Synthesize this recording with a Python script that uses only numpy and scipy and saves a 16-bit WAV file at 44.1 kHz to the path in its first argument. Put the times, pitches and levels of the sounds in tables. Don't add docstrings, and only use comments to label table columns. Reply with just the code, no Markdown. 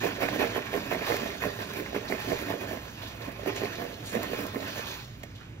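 import sys
import numpy as np
from scipy import signal
from scipy.fft import rfft, irfft, next_fast_len
from scipy.io import wavfile
from scipy.ndimage import uniform_filter1d, map_coordinates

SR = 44100
rng = np.random.default_rng(int(sys.argv[2]) if len(sys.argv) > 2 else 0)


def dump(signal):
    limited = np.clip(np.atleast_2d(signal).T, -1, 1)
    pcm = np.round(limited * 32767).astype(np.int16)
    wavfile.write(sys.argv[1], SR, pcm)


N = 246947
TIME_S = np.arange(N) / SR

# frequency in Hz, relative density in dB per Hz.
DRONE_SPECTRUM = [(20, -16), (40, -38.5), (58, 1.5), (75, -11), (108, 2.5), (140, -5.5), (165, -9),
                  (260, -11), (400, -16), (800, -24), (1300, -24), (2500, -24), (4300, -42.5), (8000, -41),
                  (16000, -74)]
# frequency in Hz, time to fall 60 dB in s.
ROOM_DECAY = [(150, 0.24), (1000, 0.21), (5000, 0.33), (15000, 0.029)]
# frequency in Hz, level in dB, likeness 0-1, phase lead in rad.
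CHANNEL_RATIO = [(50, -.8, .998, 0), (170, -2, .975, 0), (340, -6.5, .9, -.2), (500, -11.5, .5, -.8),
                 (800, -9.5, .25, .8), (1300, -6, .45, 1.6), (1600, -8, .45, 1.1), (2600, -8, .84, 2.1),
                 (3100, -1.5, .58, 2.5), (4400, -1.5, .2, 3.9), (5500, 0, .65, 5.1), (6900, 0, .7, 4.5),
                 (7800, 0, 1, np.pi), (10500, 0, 1, np.pi), (11300, 0, .6, 1.9), (12500, 0, .85, .4),
                 (13200, 0, 1, 0)]
# frequency in Hz, width in Hz before a blow's damping, level in dB.
WALL_MODES = [(206, 57, -10), (294.5, 32.5, -5.5), (375, 54.5, -2.5), (412, 21, 1), (468.4, 25, -3),
              (588, 59, -2.5), (660.6, 48, -1.5), (702.5, 59, -4), (830, 86, -8.5), (1058, 87, -3),
              (1260, 505, -10), (1828, 300, -6), (2097, 195, -8), (2487, 462, -8.5)]
# frequency in Hz, relative density in dB per Hz.
CRACKLE_SPECTRUM = [(2000, -30), (3300, -4), (4400, -4), (5500, -7), (7700, -6), (9500, -5), (11000, -7),
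                    (13000, -5), (16000, -8)]
# frequency in Hz, relative density in dB per Hz.
RUSTLE_SPECTRUM = [(1000, -30), (2500, -3), (3600, 0), (4400, -3), (5200, -7), (6800, -9), (7700, -14),
                   (10000, -24), (16000, -40)]
# time in s, soft contacts in dB, hard contacts in dB,
# dry level in dB (the rustle).
SLIDE_LEVELS = [(0, -28.5, -31.5, -40.5), (.15, -43.5, -39.5, -49), (.35, -34.5, -36.5, -43.5),
                (.67, -41.5, -41.5, -49.5), (1.15, -37.5, -36, -43), (1.45, -44.5, -42, -48.5),
                (1.7, -45.5, -42, -46.5), (2.0, -42, -44.5, -52.5), (2.3, -43, -36.5, -44),
                (2.7, -42, -43, -52), (2.9, -51.5, -48, -51.5), (3.35, -46.5, -44.5, -54),
                (3.6, -39, -38, -46.5), (3.949, -46, -47.5, -50), (4.3, -40.5, -40.5, -46.5),
                (4.55, -48, -41.5, -51), (4.8, -46.5, -38.5, -43), (5.0, -52, -43, -47),
                (5.1, -62, -59.5, -58), (5.6, -68, -79, -67.5)]
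# start in s, level in dB, fall in s, centre in Hz.
SLIPS = [(0.293, -43, 0.033, 3480), (1.049, -47.5, 0.16, 4730), (2.079, -43.5, 0.04, 4100),
         (2.201, -49.5, 0.055, 4240), (3.018, -44.5, 0.091, 3480), (3.559, -42, 0.03, 6630),
         (3.563, -48, 0.082, 3660), (3.561, -36.5, 0.033, 2380), (4.048, -44.5, 0.067, 3730),
         (4.052, -44.5, 0.11, 7560), (4.331, -51, 0.04, 3700), (4.868, -42.5, 0.09, 3600),
         (5.232, -43, 0.0066, 3100), (5.233, -45, 0.0069, 6960), (5.351, -53.5, 0.12, 3200),
         (5.351, -65.5, 0.11, 6170), (5.403, -48.5, 0.048, 1480), (5.41, -59, 0.043, 2400)]
# start in s, thud peak in dB, thud pitch in Hz, boom peak in dB,
# tap peak in dB, tap pitch in Hz, crackle in dB.
KERNELS = [(0.0363, -15, 523, -51.0, -28, 2030, -42), (0.0434, -14.5, 550, -42, -24, 1720, -49),
           (0.054, -13.5, 460, -45, -39, 1850, -44), (0.0654, -25, 470, -35.5, -22, 1560, -40),
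           (0.0724, -19, 580, -44, -24, 1580, -38.5), (0.0891, -38, 490, -58.5, -25, 1670, -47),
           (0.1092, -30, 633, -45, -37, 1460, -53), (0.1627, -30, 600, -56, -29, 1870, -53),
           (0.2045, -26.0, 590, -52.5, -32.5, 1700, -45), (0.212, -27, 580, -29, -27, 2040, -44),
           (0.2208, -15, 595, -36, -21, 1700, -38), (0.23, -21.5, 555, -25, -22, 1990, -44.5),
           (0.2425, -24, 630, -40, -23, 2170, -45), (0.2553, -20.0, 500, -37, -28, 1860, -47),
           (0.2865, -18.5, 624, -34, -16, 1600, -46), (0.3276, -40.5, 580, -44, -26.0, 1240, -43),
           (0.3444, -27, 550, -30.0, -28, 2110, -45.5), (0.3605, -17, 510, -28, -27.5, 1870, -45.5),
           (0.3964, -14, 510, -28, -34, 1910, -40.5), (0.4162, -11.5, 580, -42, -27, 1590, -39),
           (0.4293, -26, 580, -33, -22, 1500, -41), (0.4391, -13.5, 527, -40, -28, 1810, -45),
           (0.452, -19, 497, -32, -22, 1670, -44), (0.4738, -29, 480, -38.0, -33, 1690, -44.0),
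           (0.4947, -31, 540, -30, -31.5, 1990, -54), (0.5038, -28.0, 480, -51, -35, 1860, -53.0),
           (0.5325, -29, 500, -55.0, -36, 1580, -51.5), (0.5482, -26, 540, -43, -24, 1810, -44.5),
           (0.5618, -17, 560, -35, -24, 1780, -46.5), (0.5791, -18.5, 540, -40, -29, 1390, -40.5),
           (0.591, -22.5, 500, -47.5, -22, 1740, -51), (0.7293, -19.5, 560, -47, -35, 1630, -42),
           (0.7388, -17.5, 564, -47.0, -21, 1830, -39), (0.7443, -16.5, 450, -46, -24, 1670, -45.5),
           (0.752, -14, 480, -60, -28, 1730, -39), (0.7638, -25.5, 520, -35.0, -32, 1640, -36),
           (0.775, -25, 560, -19, -23, 1360, -41), (0.7868, -35, 510, -36, -45.0, 2020, -45.5),
           (0.9139, -16, 605, -55, -28, 1540, -45), (0.9247, -18, 526, -52, -19, 1690, -44.5),
           (0.936, -24, 530, -33, -18, 1610, -40), (0.9473, -22, 620, -38, -21, 1770, -48),
           (0.9551, -20, 620, -29, -24.0, 1630, -43.5), (0.9785, -37, 527, -60.5, -37, 1840, -49.5),
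           (1.019, -20, 540, -47, -27, 2190, -45), (1.0356, -32.5, 580, -55.0, -34.5, 1930, -50),
           (1.0685, -29, 560, -45.0, -27.0, 1810, -38), (1.082, -24.5, 650, -44.0, -26.0, 2080, -45),
           (1.1002, -16, 507, -36, -23, 1610, -46.5), (1.1086, -16, 517, -47, -18.0, 1490, -45),
           (1.12, -38.0, 630, -26, -14, 1750, -42), (1.1245, -17, 490, -36.0, -22.0, 1530, -42),
           (1.142, -15.5, 550, -36, -30.5, 1650, -47), (1.1584, -39, 470, -30, -28, 2130, -41.5),
           (1.167, -42, 500, -51.0, -24.0, 1930, -31.5), (1.2183, -29.0, 670, -54.0, -26, 1920, -46),
           (1.2322, -21, 480, -23, -35, 1610, -43), (1.2606, -23.0, 576, -32, -31, 1630, -44),
           (1.2697, -29, 560, -41, -34, 1930, -50.5), (1.2946, -30, 554, -39, -40, 1950, -49),
           (1.3033, -40, 560, -52.0, -23.5, 1980, -45), (1.3196, -39, 580, -59.0, -32.5, 1990, -51.0),
           (1.3494, -38, 580, -37, -31, 1970, -52), (1.42, -24.5, 585, -32, -17, 1910, -44),
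           (1.4287, -24, 500, -42.0, -22, 1990, -48), (1.4377, -23.5, 583, -54.0, -16, 1540, -54),
           (1.4468, -21.5, 530, -38, -37, 1780, -44), (1.4533, -17, 533, -32, -24, 1890, -39),
           (1.4649, -18, 507, -45, -29, 1840, -42), (1.4717, -21.5, 460, -40, -36.5, 1640, -41),
           (1.4861, -28, 540, -39, -41, 1330, -45), (1.5891, -25, 547, -45, -28, 2160, -49),
           (1.6065, -29, 477, -56.0, -25.5, 1880, -50), (1.646, -30.5, 550, -46.5, -39.5, 1810, -50.0),
           (1.7036, -30, 458, -40, -30, 1470, -52.5), (1.7352, -33, 530, -63.0, -39.0, 1670, -37),
           (1.7662, -28.5, 580, -44, -32, 1870, -50), (1.789, -28.0, 460, -36.0, -33, 1640, -45.5),
           (1.7997, -29, 460, -35, -27, 1960, -46), (1.8065, -22.5, 496, -35, -40, 2090, -50),
           (1.8224, -22, 420, -36, -38, 1910, -49.5), (1.8607, -35, 680, -49, -23, 1900, -49),
           (1.9296, -23, 590, -40.0, -34, 1660, -56.0), (1.9454, -20, 504, -58.0, -25.0, 1710, -47.5),
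           (1.9624, -17.5, 496, -44.0, -22, 1830, -46), (1.982, -26, 506, -42.0, -44, 1780, -49.5),
           (2.047, -35, 570, -44.5, -40, 1700, -52.5), (2.0534, -29.5, 590, -59.5, -28, 1580, -46),
           (2.0997, -24, 590, -56.5, -34, 1780, -45), (2.1134, -20.5, 470, -37, -37.0, 1930, -48.5),
           (2.1229, -15.0, 500, -41, -16, 1830, -41), (2.1436, -35.0, 580, -35, -31, 1640, -52),
           (2.1484, -27, 550, -38, -36, 1970, -48), (2.165, -29, 510, -49.5, -34, 1970, -48.5),
           (2.1942, -29.5, 580, -58.5, -36, 1620, -44), (2.2015, -32, 620, -45, -29, 1670, -40),
           (2.2451, -29, 520, -50.5, -38, 1890, -44), (2.2868, -27, 540, -33.5, -28, 1660, -47),
           (2.3026, -24.5, 510, -23, -33, 1670, -45), (2.3185, -17, 575, -39, -22, 1700, -46),
           (2.3312, -18.5, 454, -30, -32, 1440, -47), (2.389, -36.5, 440, -40, -24, 1800, -41),
           (2.4148, -33, 490, -49.0, -28, 1950, -51), (2.4243, -23, 510, -36, -27, 1830, -47),
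           (2.485, -25.0, 570, -60.5, -30, 1660, -45), (2.5028, -15.5, 522, -27, -30.0, 1710, -46),
           (2.5128, -19.5, 584, -56.5, -28, 1570, -44), (2.5388, -19, 523, -46.0, -35, 1900, -45),
           (2.7109, -23, 604, -27, -33, 1650, -46.5), (2.7188, -25.5, 540, -32, -33.5, 1730, -46.5),
           (2.7325, -22, 550, -46, -36, 1690, -45), (2.7716, -32, 590, -42.5, -29, 1590, -51.5),
           (3.0336, -29, 644, -49.0, -32, 2050, -48.5), (3.394, -28.5, 560, -52, -40, 1330, -57),
           (3.4343, -28.0, 480, -38, -36.0, 2050, -51), (3.46, -19.5, 596, -54.5, -28, 1650, -44),
           (3.4762, -18, 495, -40, -38, 1850, -43.5), (3.4831, -21.5, 450, -32.5, -39, 1750, -45),
           (3.5002, -29, 556, -27, -38, 1360, -54), (3.5272, -31, 470, -53.5, -35, 1900, -55),
           (3.5642, -38, 490, -40, -31, 2250, -51), (3.6175, -21, 470, -24, -39, 2130, -48),
           (3.6236, -23, 550, -34, -32, 1680, -47), (3.635, -17.5, 500, -42, -25, 1780, -43.5),
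           (3.6475, -22, 560, -57, -35, 1940, -43), (3.6548, -29, 550, -40.0, -23, 1940, -42),
           (3.74, -36, 577, -38, -33, 1840, -52), (3.7845, -27.5, 460, -34, -36.0, 1740, -56),
           (3.7979, -22, 510, -42, -32, 1490, -50), (3.822, -24, 557, -42.5, -41, 1640, -54),
           (3.8428, -25.5, 550, -49, -38, 1590, -42), (3.8514, -24.5, 553, -44.5, -41, 1790, -51),
           (3.8635, -25.0, 480, -44, -40, 2180, -55.5), (3.9299, -31, 450, -49, -41, 1940, -55),
           (4.1296, -32, 560, -31, -27, 1630, -47.5), (4.1445, -21, 492, -44.5, -30, 1870, -47),
           (4.151, -13, 545, -41, -26, 1930, -40), (4.1609, -22, 560, -36, -23, 1660, -43),
           (4.1711, -19.5, 560, -35, -28.0, 2060, -55), (4.1908, -24.5, 575, -45.0, -45, 1890, -51),
           (4.2305, -25, 630, -35, -28.0, 1680, -31), (4.237, -26, 550, -37, -24, 1460, -41),
           (4.2437, -24, 500, -37, -27.5, 1600, -44.5), (4.3161, -23, 490, -46, -35.0, 2010, -51),
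           (4.3325, -16.5, 505, -29, -25, 1590, -49), (4.3469, -23, 550, -59.5, -30.5, 1850, -46),
           (4.382, -26.5, 480, -51.5, -35, 1250, -47.5), (4.3891, -26.5, 580, -52, -34.0, 1650, -43),
           (4.4066, -24, 480, -36, -42, 2090, -41), (4.434, -26, 460, -55, -44, 1490, -47),
           (4.4525, -25, 560, -40, -29.5, 1350, -54), (4.4662, -27, 597, -57.5, -34, 1590, -35),
           (4.4846, -34, 550, -46, -35.5, 1670, -49), (4.5374, -29, 517, -40, -37.5, 1870, -55),
           (4.5454, -27.5, 576, -53.5, -26, 1230, -49.5), (4.5579, -36, 530, -23, -25.5, 2050, -47),
           (4.5665, -19, 450, -24, -30.5, 1480, -52.0), (4.6002, -26.5, 530, -41, -36, 1360, -48),
           (4.627, -27.5, 560, -48, -26, 1910, -48.5), (4.6796, -30, 560, -57.0, -35, 1580, -42),
           (4.7608, -30, 580, -64.0, -32, 1530, -47), (4.769, -28.5, 590, -51, -37.0, 1870, -48.5),
           (4.7777, -32, 500, -47, -39.0, 1930, -45), (4.7931, -24.5, 530, -49.5, -32, 1710, -48),
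           (5.233, -39, 470, -53, -29, 2080, -46), (5.2362, -29, 564, -45, -31, 2050, -46.5),
           (5.406, -54, 470, -65.5, -45, 1730, -59)]
# time in s, thud in dB before LANDING_GAIN_DB, tap and crackle in dB
# re that thud (tap before half of LANDING_GAIN_DB), rise in s, fall in s.
LANDINGS = [(0.045, -32, -2, -15, 0.0061, 0.043), (0.226, -22, -4, -20.5, 0.019, 0.029),
            (0.29, -32, 2.5, -33, 0.0098, 0.0028), (0.361, -32, -14, -16, 0.012, 0.018),
            (0.415, -22.5, -2, -20.5, 0.027, 0.035), (0.566, -27.5, 0, -16, 0.014, 0.011),
            (0.742, -33.5, 3.5, -15.5, 0.021, 0.047), (0.925, -29, 1.5, -15.5, 0.018, 0.019),
            (1.107, -29.5, 1.5, -12, 0.037, 0.044), (1.229, -32, -3.5, -26, .012, 0.054),
            (1.44, -31, 1, -14.5, 0.028, 0.032), (1.61, -32.5, -1, -19, 0.014, 0.024),
            (1.802, -33, -2.5, -11.5, 0.042, 0.01), (1.965, -29.5, -0.5, -19.5, 0.019, 0.012),
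            (2.052, -46.5, 2.5, -41, 0.026, 0.01), (2.126, -26.5, -6, -20.5, 0.032, 0.019),
            (2.325, -26.5, -11, -22, 0.058, 0.011), (2.423, -34.5, -4, -10.5, 0.041, 0.0037),
            (2.508, -32.5, 1, -16, 0.059, 0.026), (2.618, -38.5, 1.5, -11, 0.022, 0.039),
            (2.717, -35.5, -1.5, -12.5, 0.035, 0.042), (3.037, -44.5, 0, -8.5, 0.016, 0.052),
            (3.278, -35, -7, -21, 0.052, 0.025), (3.482, -24.5, -10, -23, 0.02, 0.0074),
            (3.632, -30.5, -4, -27.5, 0.022, 0.02), (3.74, -42.5, -3.5, -30, 0.012, 0.011),
            (3.821, -31.5, -5, -18.5, 0.027, 0.023), (4.154, -26, -6.5, -21.5, 0.026, 0.027),
            (4.24, -36.5, 1, -23, 0.035, 0.021), (4.334, -38, 1, -11, 0.04, 0.027),
            (4.401, -31, -4, -15.5, 0.022, 0.058), (4.565, -32.5, -8, -19.5, 0.026, 0.095),
            (4.684, -40, 2, -14, 0.014, 0.042), (4.785, -36.5, -18, -9, 0.027, 0.015),
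            (4.885, -42.5, 6, -2, 0.016, 0.043)]
# time in s, lowest modes in dB re thud before LANDING_GAIN_DB.
LANDING_BOOM = [(0, -9.5), (1.0, -10), (1.8, -8.5), (2.6, -7.5), (3.5, -9), (3.9, -7), (4.5, -7),
                (5.0, -15)]

DRONE_DB, ROOM_DB = -43.5, -11.5
TOP_HZ = 15760
AFTER_S, AFTER_DB = 0.14, -21
LANDING_GAIN_DB = -6.5
SLIDE_BOOM_DB, SLIDE_CRACKLE_DB = -4.5, -5.5
THUD_RISE_S, TAP_RISE_S, BOOM_RISE_S = 0.002047, 0.000982, 0.00281
DAMPING, TAP_DAMPING = 1.27, 0.5
REACH, TAP_REACH = 0.27, 0.38
VARY_DB, FAR_DB = 2.5, -4
CRACKLE_S, BOOM_HZ = 0.0036, 280


def amp(db):
    return 10 ** (np.asarray(db) / 20)


def unit(x):
    return x / np.sqrt(np.mean(x ** 2) + 1e-20)


def along(points, hz):
    point_hz, *columns = np.transpose(points)
    return [np.interp(np.log(hz + 1), np.log(point_hz), c) for c in columns]


def spectrum(points):
    return lambda hz: amp(along(points, hz)[0])


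def filtered(x, response):
    size = next_fast_len(N + SR // 2)
    return irfft(rfft(x, size) * response(np.fft.rfftfreq(size, 1 / SR)), size)[..., :N]


def through(drive, body):
    power = np.mean(np.abs(body(np.linspace(0, SR / 2, num=4096))) ** 2)
    return filtered(drive, body) / np.sqrt(power)


def wobble(rate_hz):
    knots = rng.standard_normal(int(N * 200 / SR) + 4)
    return map_coordinates(knots, [TIME_S * rate_hz])


def scatter():
    return rng.standard_normal((2, N))


def drone():
    air = filtered(scatter(), spectrum(DRONE_SPECTRUM))
    return amp(DRONE_DB + 0.15 * wobble(rate_hz=3.6)) * unit(air)


def kitchen(x):
    out, step = np.zeros((2, N + 2 * SR)), SR // 3
    for start in range(0, N, step):
        hz, t_s, z = signal.stft(rng.standard_normal((2, SR // 2)), SR, nperseg=256)
        decay = amp(-60 * t_s / along(ROOM_DECAY, hz)[0][:, None])
        tail = signal.istft(z * decay, SR, nperseg=256)[1]
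        tail = tail / np.linalg.norm(tail[0])
        answer = signal.fftconvolve(x[:, start:start + step], tail, axes=1)
        out[:, start:start + answer.shape[1]] += answer
    return out[:, :N]


def channels(direct, around):
    def left(hz):
        db, alike, lead_rad = along(CHANNEL_RATIO, hz)
        shared = alike * np.exp(1j * lead_rad)
        return amp(db) * np.array([shared, np.sqrt(1 - alike ** 2)])
    return np.array([filtered(np.array([direct, around]), left).sum(axis=0), direct])


def patter(per_second, spread_db, contact_s):
    sizes = amp(spread_db * rng.exponential(size=N))
    hits = sizes * (rng.random(N) < per_second / SR)
    keep = np.exp(-1 / (contact_s * SR))
    return unit(signal.lfilter([1], [1, -keep], hits))


def tub(low_hz, high_hz):
    def response(hz):
        total = 0
        for k, (mode_hz, width_hz, db) in enumerate(WALL_MODES):
            if low_hz < mode_hz < high_hz:
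                loss = 1j * hz * width_hz
                total = total + (-1) ** k * amp(db) * loss / (mode_hz ** 2 - hz * hz + loss)
        return total
    return response


def sounded(thud, boom, tap, crackle):
    low = through(boom, tub(0, 340))
    middle = through(thud, tub(340, 800))
    high = through(tap, tub(800, 4000))
    return low + middle + high + through(crackle, spectrum(CRACKLE_SPECTRUM))


def shifting(x, depth_db):
    z = signal.stft(x, nperseg=512)[2]
    field = uniform_filter1d(rng.standard_normal(z.shape[1:]), size=5, axis=0)
    field = uniform_filter1d(field, size=8, axis=1)
    return signal.istft(z * amp(depth_db * unit(field)), nperseg=512)[1][:, :N]


def slide():
    s, soft_db, hard_db, dry_db = np.transpose(SLIDE_LEVELS)

    def contacts(db):
        level = amp(np.interp(TIME_S, s, db) + wobble(rate_hz=18))
        return level * patter(2500, spread_db=4.0, contact_s=0.0092) * scatter()
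    thud = contacts(soft_db)
    boom = contacts(soft_db + SLIDE_BOOM_DB)
    tap = contacts(hard_db)
    crackle = contacts(dry_db + SLIDE_CRACKLE_DB)
    rustle = contacts(dry_db)
    return sounded(thud, boom, tap, crackle) + through(rustle, spectrum(RUSTLE_SPECTRUM))


def slips():
    out, grain = np.zeros((2, N)), patter(2500, spread_db=2.5, contact_s=0.003)
    for s, db, fall_s, centre_hz in SLIPS:
        def band(hz):
            loss = .5j * hz * centre_hz
            return (loss / (centre_hz ** 2 - hz * hz + loss)) ** 2
        shape = (TIME_S > s) * np.exp(-((TIME_S - s) / fall_s) ** 2)
        out += through(amp(db) * shape * grain * scatter(), band)
    return out


def knock(t_s, pitch_hz, rise_s, damping, reach):
    hz, width_hz, db = np.transpose(WALL_MODES)[..., None]
    chance = rng.standard_normal((2, len(WALL_MODES), 1))
    stirred = np.exp(-(np.log(hz / pitch_hz) / reach) ** 2)
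    decay = np.exp(-np.pi * damping * width_hz * t_s)
    strength = amp(db + VARY_DB * chance[0]) * stirred * decay
    phase_rad = np.pi * chance[1] * [[[0]], [[1]]]
    modes = strength * np.sin(2 * np.pi * hz * (t_s - rise_s) + phase_rad)
    ring = modes.sum(axis=1) * np.minimum(t_s / rise_s, 1)
    return ring / np.abs(ring).max(axis=1, keepdims=True) * amp([[0], [FAR_DB]])


def kernels():
    wall, flakes = np.zeros((2, N + SR)), np.zeros((2, N + SR))
    t_s = np.arange(SR // 30) / SR
    for s, thud_db, thud_hz, boom_db, tap_db, tap_hz, crackle_db in KERNELS:
        span = slice(round(s * SR), round(s * SR) + len(t_s))
        wall[:, span] += amp(thud_db) * knock(t_s, thud_hz, THUD_RISE_S, DAMPING, REACH)
        wall[:, span] += amp(boom_db) * knock(t_s, BOOM_HZ, BOOM_RISE_S, DAMPING, REACH)
        wall[:, span] += amp(tap_db) * knock(t_s, tap_hz, TAP_RISE_S, TAP_DAMPING, TAP_REACH)
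        burst = np.exp(-t_s / CRACKLE_S) * rng.standard_normal((2, len(t_s)))
        flakes[:, span] += amp(crackle_db) * burst
    return wall[:, :N] + through(flakes[:, :N], spectrum(CRACKLE_SPECTRUM))


def shakes():
    power = np.zeros((4, N))
    for s, db, tap_db, crackle_db, rise_s, fall_s in LANDINGS:
        away_s = np.abs(TIME_S - s)
        after = amp(AFTER_DB) ** 2 * np.exp(-(away_s / AFTER_S) ** 2)
        settle = np.exp(-(away_s / fall_s) ** 2.3) + after
        shape = np.where(TIME_S < s, np.exp(-(away_s / rise_s) ** 4), settle)
        boom_db = np.interp(s, *np.transpose(LANDING_BOOM))
        power += amp([[db], [db + boom_db], [db + tap_db], [db + crackle_db]]) ** 2 * shape
    thud, boom, tap, crackle = np.sqrt(power)
    heavy = patter(900, spread_db=0.92, contact_s=0.0028)
    light = patter(1500, spread_db=2.1, contact_s=0.0059)
    thud = amp(LANDING_GAIN_DB) * thud
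    tap = amp(LANDING_GAIN_DB / 2) * tap
    return sounded(thud * heavy * scatter(), boom * heavy * scatter(),
                   tap * light * scatter(), crackle * light * scatter())


def scene():
    popcorn = shifting(shakes() + slide(), depth_db=1.6) + slips() + kernels()
    answer = amp(ROOM_DB) * kitchen(popcorn)
    direct, around = popcorn + answer + drone()
    return channels(direct, around)


def record(dry):
    return filtered(dry, lambda hz: hz < TOP_HZ)


dry = scene()
out = record(dry)
dump(out)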